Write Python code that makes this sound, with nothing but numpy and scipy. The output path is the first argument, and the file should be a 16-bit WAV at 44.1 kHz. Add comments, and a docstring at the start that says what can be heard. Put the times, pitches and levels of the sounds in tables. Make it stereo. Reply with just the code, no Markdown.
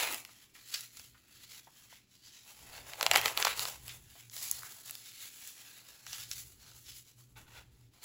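"""A crunch and a few sharp snaps: two hands crush dry floral foam over a table, close to two microphone ports.
Countless cell walls break: thick pieces crunch with a hollow body, small ones rasp, the dust fizzes.
Larger fractures snap out of the crunch, lumps drop on the table, a foam brick scrapes near the end.
Underneath, moving arms rumble the table and the room hums faintly."""
import numpy as np
from scipy import signal
from scipy.fft import rfft, irfft
import sys
import numpy as np
from scipy import signal
from scipy.fft import rfft, irfft
from scipy.io import wavfile

SR = 44100
rng = np.random.default_rng(int(sys.argv[2]) if len(sys.argv) > 2 else 0)


def dump(signal):
    """Clip the signal to [-1, 1] and save it as 16-bit WAV at the path in sys.argv[1]."""
    limited = np.clip(np.atleast_2d(signal).T, -1, 1)
    pcm = np.round(limited * 32767).astype(np.int16)
    wavfile.write(sys.argv[1], SR, pcm)


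N = 354563
TIME_S = np.arange(N) / SR
BAND_EDGE_HZ = 16250
SAG_DB_PER_S, SETTLE_S = 10, 0.054  # held foam gives way; released crumbs settle
DRAG_STOP_S, ARM_REST_S, STILL_RUMBLE_DB = 0.015, 0.15, -81.5

# arm movements that rumble the table: (start [s], rise [s], hold [s], level [dB])
ARM_STROKES = [(-.02, .02, 0.056, -68), (0.345, .07, 0.28, -78.5), (0.94, 0.063, 0.017, -67.5),
               (1.277, 0.084, .04, -71.5), (2.574, 0.043, 0.22, -60.5), (3.078, 0.055, 0.072, -55.5),
               (3.423, 0.15, 0.038, -61), (3.722, 0.078, 0.25, -61.5), (4.25, 0.3, .06, -68.5),
               (5.846, .6, 0.51, -64.5), (7.251, 0.16, 0.39, -62)]
# table rumble: (frequency [Hz], density [dB])
RUMBLE_SPECTRUM = [(15, -10), (35, -12.5), (58, 4), (85, -4.5), (130, -5.5), (200, -15), (400, -15.5),
                   (1000, -68.5)]
# low hum, swelling and sinking: (time [s], level [dB])
HUM_LEVEL_DB = [(0, -76), (.4, -78.5), (.9, -74.5), (1.9, -76.5), (2.4, -77.5), (3.1, -63), (3.6, -69),
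                (3.9, -64), (4.5, -67.5), (4.8, -73), (6, -77.5), (6.2, -61.5), (6.5, -67), (7.2, -65),
                (7.8, -62.5), (8.04, -80.5)]
# still air: (frequency [Hz], density [dB])
AIR_SPECTRUM = [(20, -9.5), (60, -3), (150, -2.5), (290, -1), (500, -13), (1000, -24), (4000, -18.5),
                (16000, -33)]
# room decay: (frequency [Hz], T60 [s])
ROOM_DECAY_S = [(200, .35), (1000, 0.2), (4000, 0.31), (16000, 0.15)]
# room tail colour: (frequency [Hz], gain [dB])
ROOM_GAIN_DB = [(200, 2.5), (3000, -0.5), (8000, -5.5), (16000, -6)]
# reflections off hands and table: (delay [s], gain [dB])
NEAR_ECHOES = [(.0009, -19.5), (.0014, -16.5), (.0023, -19), (.0037, -22.5), (.0068, -17)]
# phase between ports: (frequency [Hz], left lead [rad])
PORT_LEAD_RAD = [(50, 0), (700, 0.5), (2200, 1), (5500, 0.4), (6900, -.1), (8000, -1.6), (8700, -3.0),
                 (9300, -3.4), (10000, -4.6), (10700, -6.1), (11800, -6.6), (12800, -9.2), (13500, -9.6),
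                 (14700, -12.4), (16500, -13)]
# level between ports: (frequency [Hz], left over right [dB])
PORT_BALANCE_DB = [(60, 1), (380, 2), (1200, 1.5), (2400, 2), (4400, 3.5), (8000, -1.5), (15000, -1)]
# likeness of the ports: (frequency [Hz], coherence [0-1])
PORT_COHERENCE = [(60, 1), (400, 0.67), (1200, 0.73), (2500, 0.9), (5000, 0.41), (8500, 1), (16000, 1)]
# where the piece is held: (time [s], left over right [dB])
PIECE_PAN_DB = [(0, 2), (.75, 1), (2.3, 1.6), (3.1, 1.5), (3.7, 1.5), (4.3, 2), (4.55, 0.4), (5.1, 2),
                (6.2, 0.8), (8, 2.5)]
# brick pushed over paper: (start [s], rise [s], hold [s], level [dB])
BRICK_STROKES = [(7.356, 0.0062, 0.024, -55), (7.454, 0.025, .004, -62.5), (7.53, 0.037, 0.024, -54)]
# brick resonances: (frequency [Hz], width [Hz], gain [dB])
BRICK_MODES = [(900, 65, 0), (1496, 70, 2.5), (2270, 530, -3.5), (3460, 310, -7.5)]
# lumps hitting palm and table: (time [s], level [dB], pitch [Hz], fade [s])
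LUMP_KNOCKS = [(.002, -62, 298, 0.034), (.090, -49, 323, 0.048), (.288, -56, 1220, 0.012),
               (0.552, -54.5, 1800, 0.018), (1.146, -59.5, 1350, .018), (1.671, -53, 886, 0.012),
               (1.927, -49, 910, 0.0024), (4.150, -60, 720, 0.021), (4.621, -46, 1440, 0.0024),
               (4.633, -37.5, 1310, 0.0012), (4.644, -53.5, 1630, 0.059)]
# fractures: (time [s], level [dB], body re level [dB], fizz re level [dB])
FRACTURES = [(0.1264, -44, 7, 7), (0.135, -44, 2, 3), (0.1454, -39, 2, 6), (0.2506, -46.5, -0.5, 0),
             (0.7432, -40.5, -4.5, 7.5), (0.809, -47, -22, 7), (0.9711, -47.5, -7, -3),
             (0.9967, -47, -6, -10), (2.935, -40, -0.5, -22.5), (3.011, -29.5, 5, -10),
             (3.029, -26, -4, -3.5), (3.0648, -21.5, 1.5, -10.5), (3.1138, -19.5, 2, -12),
             (3.1356, -37, 7.5, 3.5), (3.143, -34, 13, -6.5), (3.1557, -28, 6.5, -6.5),
             (3.1594, -19.5, 6.5, -7), (3.173, -30.5, -7.5, 3), (3.2147, -35, -5.5, 3),
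             (3.2585, -27.5, 7.5, -4), (3.281, -31, -12, -5.5), (3.3754, -28, 4.5, -4),
             (3.4014, -40.5, 10.5, 3.5), (3.426, -24.5, -14, -33), (3.4489, -25, -27, -17),
             (3.4518, -32, 10, 7.5), (3.47, -32.5, 13.5, -18), (3.4806, -36, 4, -22),
             (3.5945, -29.5, -4.5, -1.5), (3.6538, -34, 3.5, -12), (3.8811, -45, -5, 1.5),
             (4.2982, -49.5, -24, -21), (4.3658, -42, -9.5, 0), (4.514, -47, -20, 23.5),
             (4.8803, -53, -5, 3), (4.8968, -44.5, -5.5, -1), (4.9099, -50.5, -3, 14),
             (4.9535, -44.5, -12, 0), (5.4757, -55.5, -22, 13), (6.0666, -46, 3, -4),
             (6.1312, -40, -6.5, -3), (6.3145, -33, -33, -9)]
# snapping piece, too light to carry bass: (frequency [Hz], density [dB])
SNAP_BODY_SPECTRUM = [(100, -39.5), (280, -24), (450, -13.5), (650, -5), (950, -3), (1400, -3), (2000, -6),
                      (4000, -24.5)]
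# hollow body of crushed foam: (frequency [Hz], density [dB])
HOLLOW_SPECTRUM = [(100, -30.5), (230, -17), (400, -3.5), (600, -2), (850, -1.5), (1300, -3), (1900, -6.5),
                   (2800, -9.5), (5000, -28)]
# thick pieces: (frequency [Hz], density [dB])
CRUNCH_SPECTRUM = [(300, -37.5), (800, -22), (1400, 0), (2100, 1), (2700, 3), (3400, -1.5), (4400, -1),
                   (5600, -5), (7500, -7), (10000, -20), (16000, -33.5)]
# small crumbs: (frequency [Hz], density [dB])
RASP_SPECTRUM = [(300, -39.5), (800, -25), (1400, -8.5), (2100, -6.5), (3000, -2), (4400, -0.5),
                 (5600, -1.5), (7500, -2), (10000, -12.5), (16000, -24.5)]
# dust: (frequency [Hz], density [dB])
FIZZ_SPECTRUM = [(2500, -26.5), (5000, -13.5), (7000, 0), (8500, -0.5), (11000, -0.5), (13000, -3.5),
                 (15500, -1), (17000, -22.5)]
# hand cavity, higher as it closes: (time [s], resonance [Hz])
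PALM_HZ = [(0, 920), (.4, 1060), (1.15, 1481), (1.9, 1214), (2.75, 760), (3.05, 644), (3.2, 892),
           (3.5, 1300), (3.65, 961), (4.2, 884), (4.65, 1417), (5.25, 1661), (5.7, 1905), (6.2, 1525),
           (7.1, 1457), (7.6, 897)]
# air gaps between fingers and pieces: (resonance [Hz], width [Hz])
GAP_MODES = [(2000, 190), (2800, 130), (3800, 180), (5200, 270)]
# lumps caving in at once: (time [s], level [dB], fade [s])
CAVE_INS = [(0.738, -32.5, 0.013), (3.160, -48, 0.01), (3.449, -33.5, 0.039), (3.892, -42.5, 0.018),
            (4.366, -49, 0.02), (6.064, -52, 0.017), (6.127, -42.5, 0.016), (6.316, -44, 0.017)]
# finger presses; smaller crumbs rasp higher:
# (start [s], rise [s], hold [s], crunch [dB], hollow re crunch [dB], fizz re crunch [dB], rasp [Hz])
PRESSES = [(-.028, .019, 0.056, -35.5, -4, -1.5, 2400), (0.084, 0.029, 0.016, -42.5, -5, 3.5, 3000),
           (0.226, 0.065, 0.16, -60.5, -13.5, -0.5, 3700), (0.531, .023, 0.043, -57.5, -14.5, -.5, 4030),
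           (0.621, .13, 0.069, -47, -20, 0, 4260), (0.904, 0.096, 0.017, -53.5, -15.5, 2, 4170),
           (1.118, 0.023, 0.17, -68, -10, 0, 3120), (1.298, 0.044, 0.11, -58.5, -17, -1.5, 4030),
           (1.469, 0.041, .078, -54, -16, -1, 4270), (1.597, .17, 0.098, -62.5, -11.5, 0.5, 3950),
           (1.88, 0.032, 0.047, -59, -15, -3, 3520), (2.069, 0.052, 0.32, -65, -19, -3.5, 4515),
           (2.192, .15, 0.028, -53.5, -23, -7, 4640), (2.412, 0.073, 0.25, -59, -8.5, 2, 3680),
           (2.61, 0.16, .005, -52, -3.5, -3, 2950), (2.781, .12, 0.074, -53.5, -2.5, 0.5, 3340),
           (2.963, 0.067, 0.035, -47, 4, 1, 3120), (3.096, 0.073, 0.0061, -32.5, -3, -5.5, 2390),
           (3.227, 0.03, 0.019, -38, -1, -1.2, 2760), (3.348, 0.041, .11, -41, 0, 1, 2480),
           (3.547, .052, 0.075, -39.5, -6.5, 1, 4200), (3.77, .13, 0.055, -56.5, -9, 5.5, 3096),
           (3.992, .21, .014, -57.5, -16, 1.5, 3480), (4.293, .16, 0.072, -44, -14.5, 4, 5060),
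           (4.504, 0.085, 0.21, -54, -8, 4.5, 4560), (4.797, 0.067, 0.14, -55, -12.5, 2.5, 4570),
           (4.948, 0.13, 0.11, -54, -22, -0.5, 4140), (5.138, 0.07, 0.21, -53.5, -16, 2.5, 4000),
           (5.353, .11, 0.046, -54, -16.5, 2.5, 4550), (5.536, 0.044, 0.19, -55, -11, 0.5, 3770),
           (5.74, .1, .25, -59, -7.5, -0.5, 4170), (6.056, 0.092, 0.081, -46.5, -16.5, -0.5, 4400),
           (6.281, 0.031, 0.093, -50.5, -17, 4, 4880), (6.439, 0.047, 0.086, -68.5, -7.5, 7, 3870),
           (6.548, 0.14, 0.032, -55, -10, -3, 4520), (6.714, .05, 0.066, -62.5, -17, 5, 4430),
           (6.836, 0.059, .008, -50.5, -22, -3, 5310), (6.93, 0.024, 0.016, -56, -23, 4.5, 5050),
           (7.018, 0.059, 0.035, -64, -13.5, 0, 4600), (7.146, 0.042, .015, -66.5, -8.5, 4, 4560),
           (7.26, .04, .04, -78, -2, 8, 4010), (7.357, 0.015, 0.023, -61.5, -1, 2, 2770),
           (7.46, 0.097, 0.018, -57, -4, -2.5, 3000), (7.701, .02, 0.13, -72.5, -8, 1, 3600),
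           (7.91, 0.03, 0.065, -66.5, -6, -0.5, 3690), (8.014, 0.032, .02, -54.5, -6.5, 0, 4040)]


def amp(db):
    return 10 ** (np.asarray(db) / 20)


def unit_rms(x):
    return x / np.sqrt(np.mean(x ** 2) + 1e-20)


def at_hz(table, hz):
    """Table value, interpolated on a log-frequency axis."""
    table_hz, value = np.transpose(table)
    return np.interp(np.log(hz + 1), np.log(table_hz + 1), value)


def gain_curve(levels):
    """Gain per sample from (time [s], level [dB])."""
    return amp(np.interp(TIME_S, *np.transpose(levels)))


def add(mix, start_s, sound):
    part = mix[:, max(round(start_s * SR), 0):][:, :sound.shape[1]]
    part += sound[:, :part.shape[1]]


def colour(x, spectrum, size=2048):
    """Minimum-phase filter: clicks keep their sharp front."""
    log_gain = np.log(amp(at_hz(spectrum, abs(np.fft.fftfreq(size, 1 / SR)))))
    response = np.exp(np.conj(signal.hilbert(log_gain)))
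    taps = np.fft.ifft(response).real[:size // 2]
    return signal.oaconvolve(x, taps[None], axes=1)[:, :x.shape[1]]


def resonate(x, hz, width_hz):
    return signal.lfilter(*signal.iirpeak(hz, hz / width_hz, SR), x)


def glide(x, track, width_hz):
    """Moving resonance along (time [s], frequency [Hz])."""
    hz = np.interp(TIME_S, *np.transpose(track))
    carrier = np.exp(2j * np.pi * np.cumsum(hz) / SR)
    pole = np.exp(-np.pi * width_hz / SR)
    return 2 * (carrier * signal.lfilter([1 - pole], [1, -pole], x / carrier)).real


def wander(rate_hz):
    """Smooth random drift, rms 1."""
    rolloff = 1 + (np.fft.rfftfreq(N, 1 / SR) / rate_hz) ** 4
    return unit_rms(irfft(rfft(rng.standard_normal(N)) / rolloff, N))


def stroke(start_s, rise_s, hold_s, release_s):
    """Gain of one movement: force builds, sags while held, dies away."""
    age_s = TIME_S - start_s
    held_s = np.maximum(age_s - rise_s, 0)
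    attack = np.clip(age_s / max(rise_s, 1e-3), 0, 1)
    release = np.exp(-np.maximum(held_s - hold_s, 0) / release_s)
    return attack * amp(-SAG_DB_PER_S * held_s) * release


def background(hum_hz=119, hum_width_hz=14, air_db=-73):
    """Table rumble under moving arms, a wavering hum, still air."""
    rumble, hum, air = rng.standard_normal((3, 2, N))
    arms = sum(amp(db) * stroke(*timing_s, ARM_REST_S) for *timing_s, db in ARM_STROKES)
    rumble = unit_rms(colour(rumble, RUMBLE_SPECTRUM, size=8192)) * np.hypot(arms, amp(STILL_RUMBLE_DB))
    hum = resonate(resonate(hum, hum_hz, hum_width_hz), hum_hz, hum_width_hz)
    hum = unit_rms(hum) * gain_curve(HUM_LEVEL_DB)
    return rumble + hum + amp(air_db) * unit_rms(colour(air, AIR_SPECTRUM))


def room(x, gap_s=0.0025):
    """Diffuse tail, different at each port; the top treble dies first."""
    noise = rng.standard_normal((2, SR // 2)) * (np.arange(SR // 2) > gap_s * SR)
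    hz, age_s, bins = signal.stft(noise, SR, nperseg=256)
    decay = amp(-60 * age_s / at_hz(ROOM_DECAY_S, hz)[:, None])
    _, tail = signal.istft(bins * decay, SR)
    wet = signal.fftconvolve(x, tail / np.linalg.norm(tail[0]), axes=1)[:, :N]
    return colour(wet, ROOM_GAIN_DB)


def reflect(x, sway=0.11, cutoff_hz=5000):
    """Adds dull echoes off hands and table; paths drift as the hands move."""
    dull = signal.lfilter(*signal.butter(1, cutoff_hz, fs=SR), x)
    out = x.copy()
    for delay_s, db in NEAR_ECHOES:
        for port in range(2):
            path_s = delay_s * (1 + sway * wander(rate_hz=1.7))
            out[port] += amp(db) * np.interp(TIME_S - path_s, TIME_S, dull[port])
    return out


def place(spectra):
    """Two spectra to port signals, with the phase and balance of the hands' position."""
    hz = np.fft.rfftfreq(N, 1 / SR)
    tilt = amp(at_hz(PORT_BALANCE_DB, hz) / 2)
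    right_lag = np.exp(-1j * at_hz(PORT_LEAD_RAD, hz))
    return irfft(spectra * np.array([tilt, right_lag / tilt]), N)


def ports(x):
    """The two ports hear partly the same sound."""
    coherence = np.clip(at_hz(PORT_COHERENCE, np.fft.rfftfreq(N, 1 / SR)), 0, 1)
    left, other = rfft(x)
    right = coherence * left + np.sqrt(1 - coherence ** 2) * other
    return place(np.array([left, right]))


def cell_clicks(per_s, spread_db=0.0):
    """Cell walls break at random times with random strength; rms 1."""
    size = amp(spread_db * np.minimum(rng.exponential(1, N), 4.5))
    breaks = rng.random(N) < per_s / SR
    return unit_rms(size * breaks * rng.standard_normal((2, N)))


def brick_scrape():
    """Grit catches under a whole brick and rings it."""
    grit = cell_clicks(per_s=8500, spread_db=2.5)
    ring = sum(amp(db) * resonate(grit, hz, width_hz) for hz, width_hz, db in BRICK_MODES)
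    pushes = sum(amp(db) * stroke(*timing_s, DRAG_STOP_S) for *timing_s, db in BRICK_STROKES)
    return unit_rms(ring) * pushes


def lump_knocks(width_ratio=0.61, size=12000):
    """Light lumps land with a dull, noisy tock."""
    out, age_s = np.zeros((2, N)), np.arange(size) / SR
    for start_s, db, hz, fade_s in LUMP_KNOCKS:
        decay = np.exp(-age_s / fade_s)
        burst = decay * rng.standard_normal((2, size))
        tock = resonate(resonate(burst, hz, width_ratio * hz), hz, 2 * width_ratio * hz)
        add(out, start_s, amp(db) * unit_rms(tock) * np.sqrt(np.mean(decay ** 2)))
    return out


def fineness(rasp_hz, thick_hz=2400, small_hz=4600):
    """0 for a thick piece, 1 for small crumbs."""
    return np.clip((rasp_hz - thick_hz) / (small_hz - thick_hz), 0, 1)


def snaps(rasp_hz, run_up_s=0.00028, scatter=0.24, size=1024):
    """A crack starts as fizz and lets go in one pulse; the body rattles a little longer."""
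    out = np.zeros((2, N))
    age_s = (np.arange(size) - size // 8) / SR
    for time_s, db, body_db, fizz_db in FRACTURES:
        grit = rng.standard_normal(size) + 0.59 * rng.standard_normal((2, size))
        is_crumb = fineness(rasp_hz[round(time_s * SR)]) > 0.5
        fizz = (FIZZ_SPECTRUM, fizz_db - 7, -0.0003, 0.0006)
        piece = (RASP_SPECTRUM if is_crumb else CRUNCH_SPECTRUM, -7.3, 0, 0.0008)
        body = (SNAP_BODY_SPECTRUM, body_db - 11.5, 0.0002, 0.001)
        for spectrum, voice_db, lag_s, rattle_s in (fizz, piece, body):
            envelope = np.exp(np.where(age_s < 0, age_s / run_up_s, -age_s / rattle_s))
            crack = (age_s == 0) + scatter * envelope * grit
            add(out, time_s + age_s[0] + lag_s, amp(db + voice_db) * unit_rms(colour(crack, spectrum)))
    return out


def finger_presses():
    """Presses sum in power: gains of crunch, hollow body and dust; power-weighted rasp pitch."""
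    crunch, hollow, dust, pitch = np.zeros((4, N))
    for *timing_s, db, hollow_db, fizz_db, rasp_hz in PRESSES:
        power = (amp(db) * stroke(*timing_s, SETTLE_S)) ** 2
        crunch += power
        hollow += power * amp(hollow_db) ** 2
        dust += power * amp(fizz_db) ** 2
        pitch += power * rasp_hz
    return np.sqrt(crunch), np.sqrt(hollow), np.sqrt(dust), pitch / (crunch + 1e-30)


def finger_gaps(x, share=0.91, drift=0.13):
    """Air gaps open and close: narrow resonances drift through the crunch."""
    rings = (glide(x, np.c_[TIME_S, hz * np.exp(drift * wander(rate_hz=4))], width_hz)
             for hz, width_hz in GAP_MODES)
    return x + share * sum(rings)


def crumbling(crunch_gain, hollow_gain, dust_gain, rasp_hz, clump_db=1.38, flutter_db=1.46, chip_db=-14,
              ring_share=0.2, cave_rise_s=0.0018, crunch_db=-0.08, hollow_db=-0.2, dust_db=0.32):
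    """Cell walls fail in small avalanches, with stray chips; piece size blends crunch into rasp."""
    avalanches = amp(clump_db * wander(rate_hz=95) + flutter_db * wander(rate_hz=17))
    chips = amp(chip_db) * cell_clicks(per_s=100)

    def voice(spectrum, per_s, spread_db):
        return unit_rms(colour(cell_clicks(per_s, spread_db) * avalanches + chips, spectrum))

    thick = voice(CRUNCH_SPECTRUM, per_s=5000, spread_db=-1.5)
    small = voice(RASP_SPECTRUM, per_s=9600, spread_db=0.0)
    body = voice(HOLLOW_SPECTRUM, per_s=4500, spread_db=1.5)
    dust = voice(FIZZ_SPECTRUM, per_s=20000, spread_db=0.5)
    fine = fineness(rasp_hz)
    walls = np.sqrt(1 - fine) * thick + np.sqrt(fine) * small
    ring = glide(walls, np.c_[TIME_S, rasp_hz], width_hz=1300)
    crunch = unit_rms(finger_gaps(walls + ring_share * ring))
    hollow = unit_rms(body + glide(body, PALM_HZ, width_hz=300))
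    out = crunch * crunch_gain * amp(crunch_db)
    out += hollow * hollow_gain * amp(hollow_db)
    out += dust * dust_gain * amp(dust_db)
    for start_s, db, fade_s in CAVE_INS:
        age_s = np.maximum(TIME_S - start_s, 0)
        out += crunch * amp(db) * (1 - np.exp(-age_s / cave_rise_s)) * np.exp(-age_s / fade_s)
    return out


def scene(room_db=-15):
    """Foam close by, in a small quiet room."""
    *gains, rasp_hz = finger_presses()
    foam = ports(crumbling(*gains, rasp_hz) + lump_knocks() + brick_scrape())
    foam += place(rfft(snaps(rasp_hz)))
    pan = gain_curve(PIECE_PAN_DB) ** np.array([[0.5], [-0.5]])
    foam = reflect(foam) * pan
    return foam + amp(room_db) * room(foam) + ports(background())


def record(dry):
    """Steep low-pass at the band edge."""
    taps = signal.firwin(255, BAND_EDGE_HZ, window=("kaiser", 8), fs=SR)
    return signal.oaconvolve(dry, taps[None], "same")


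dry = scene()
out = record(dry)
dump(out)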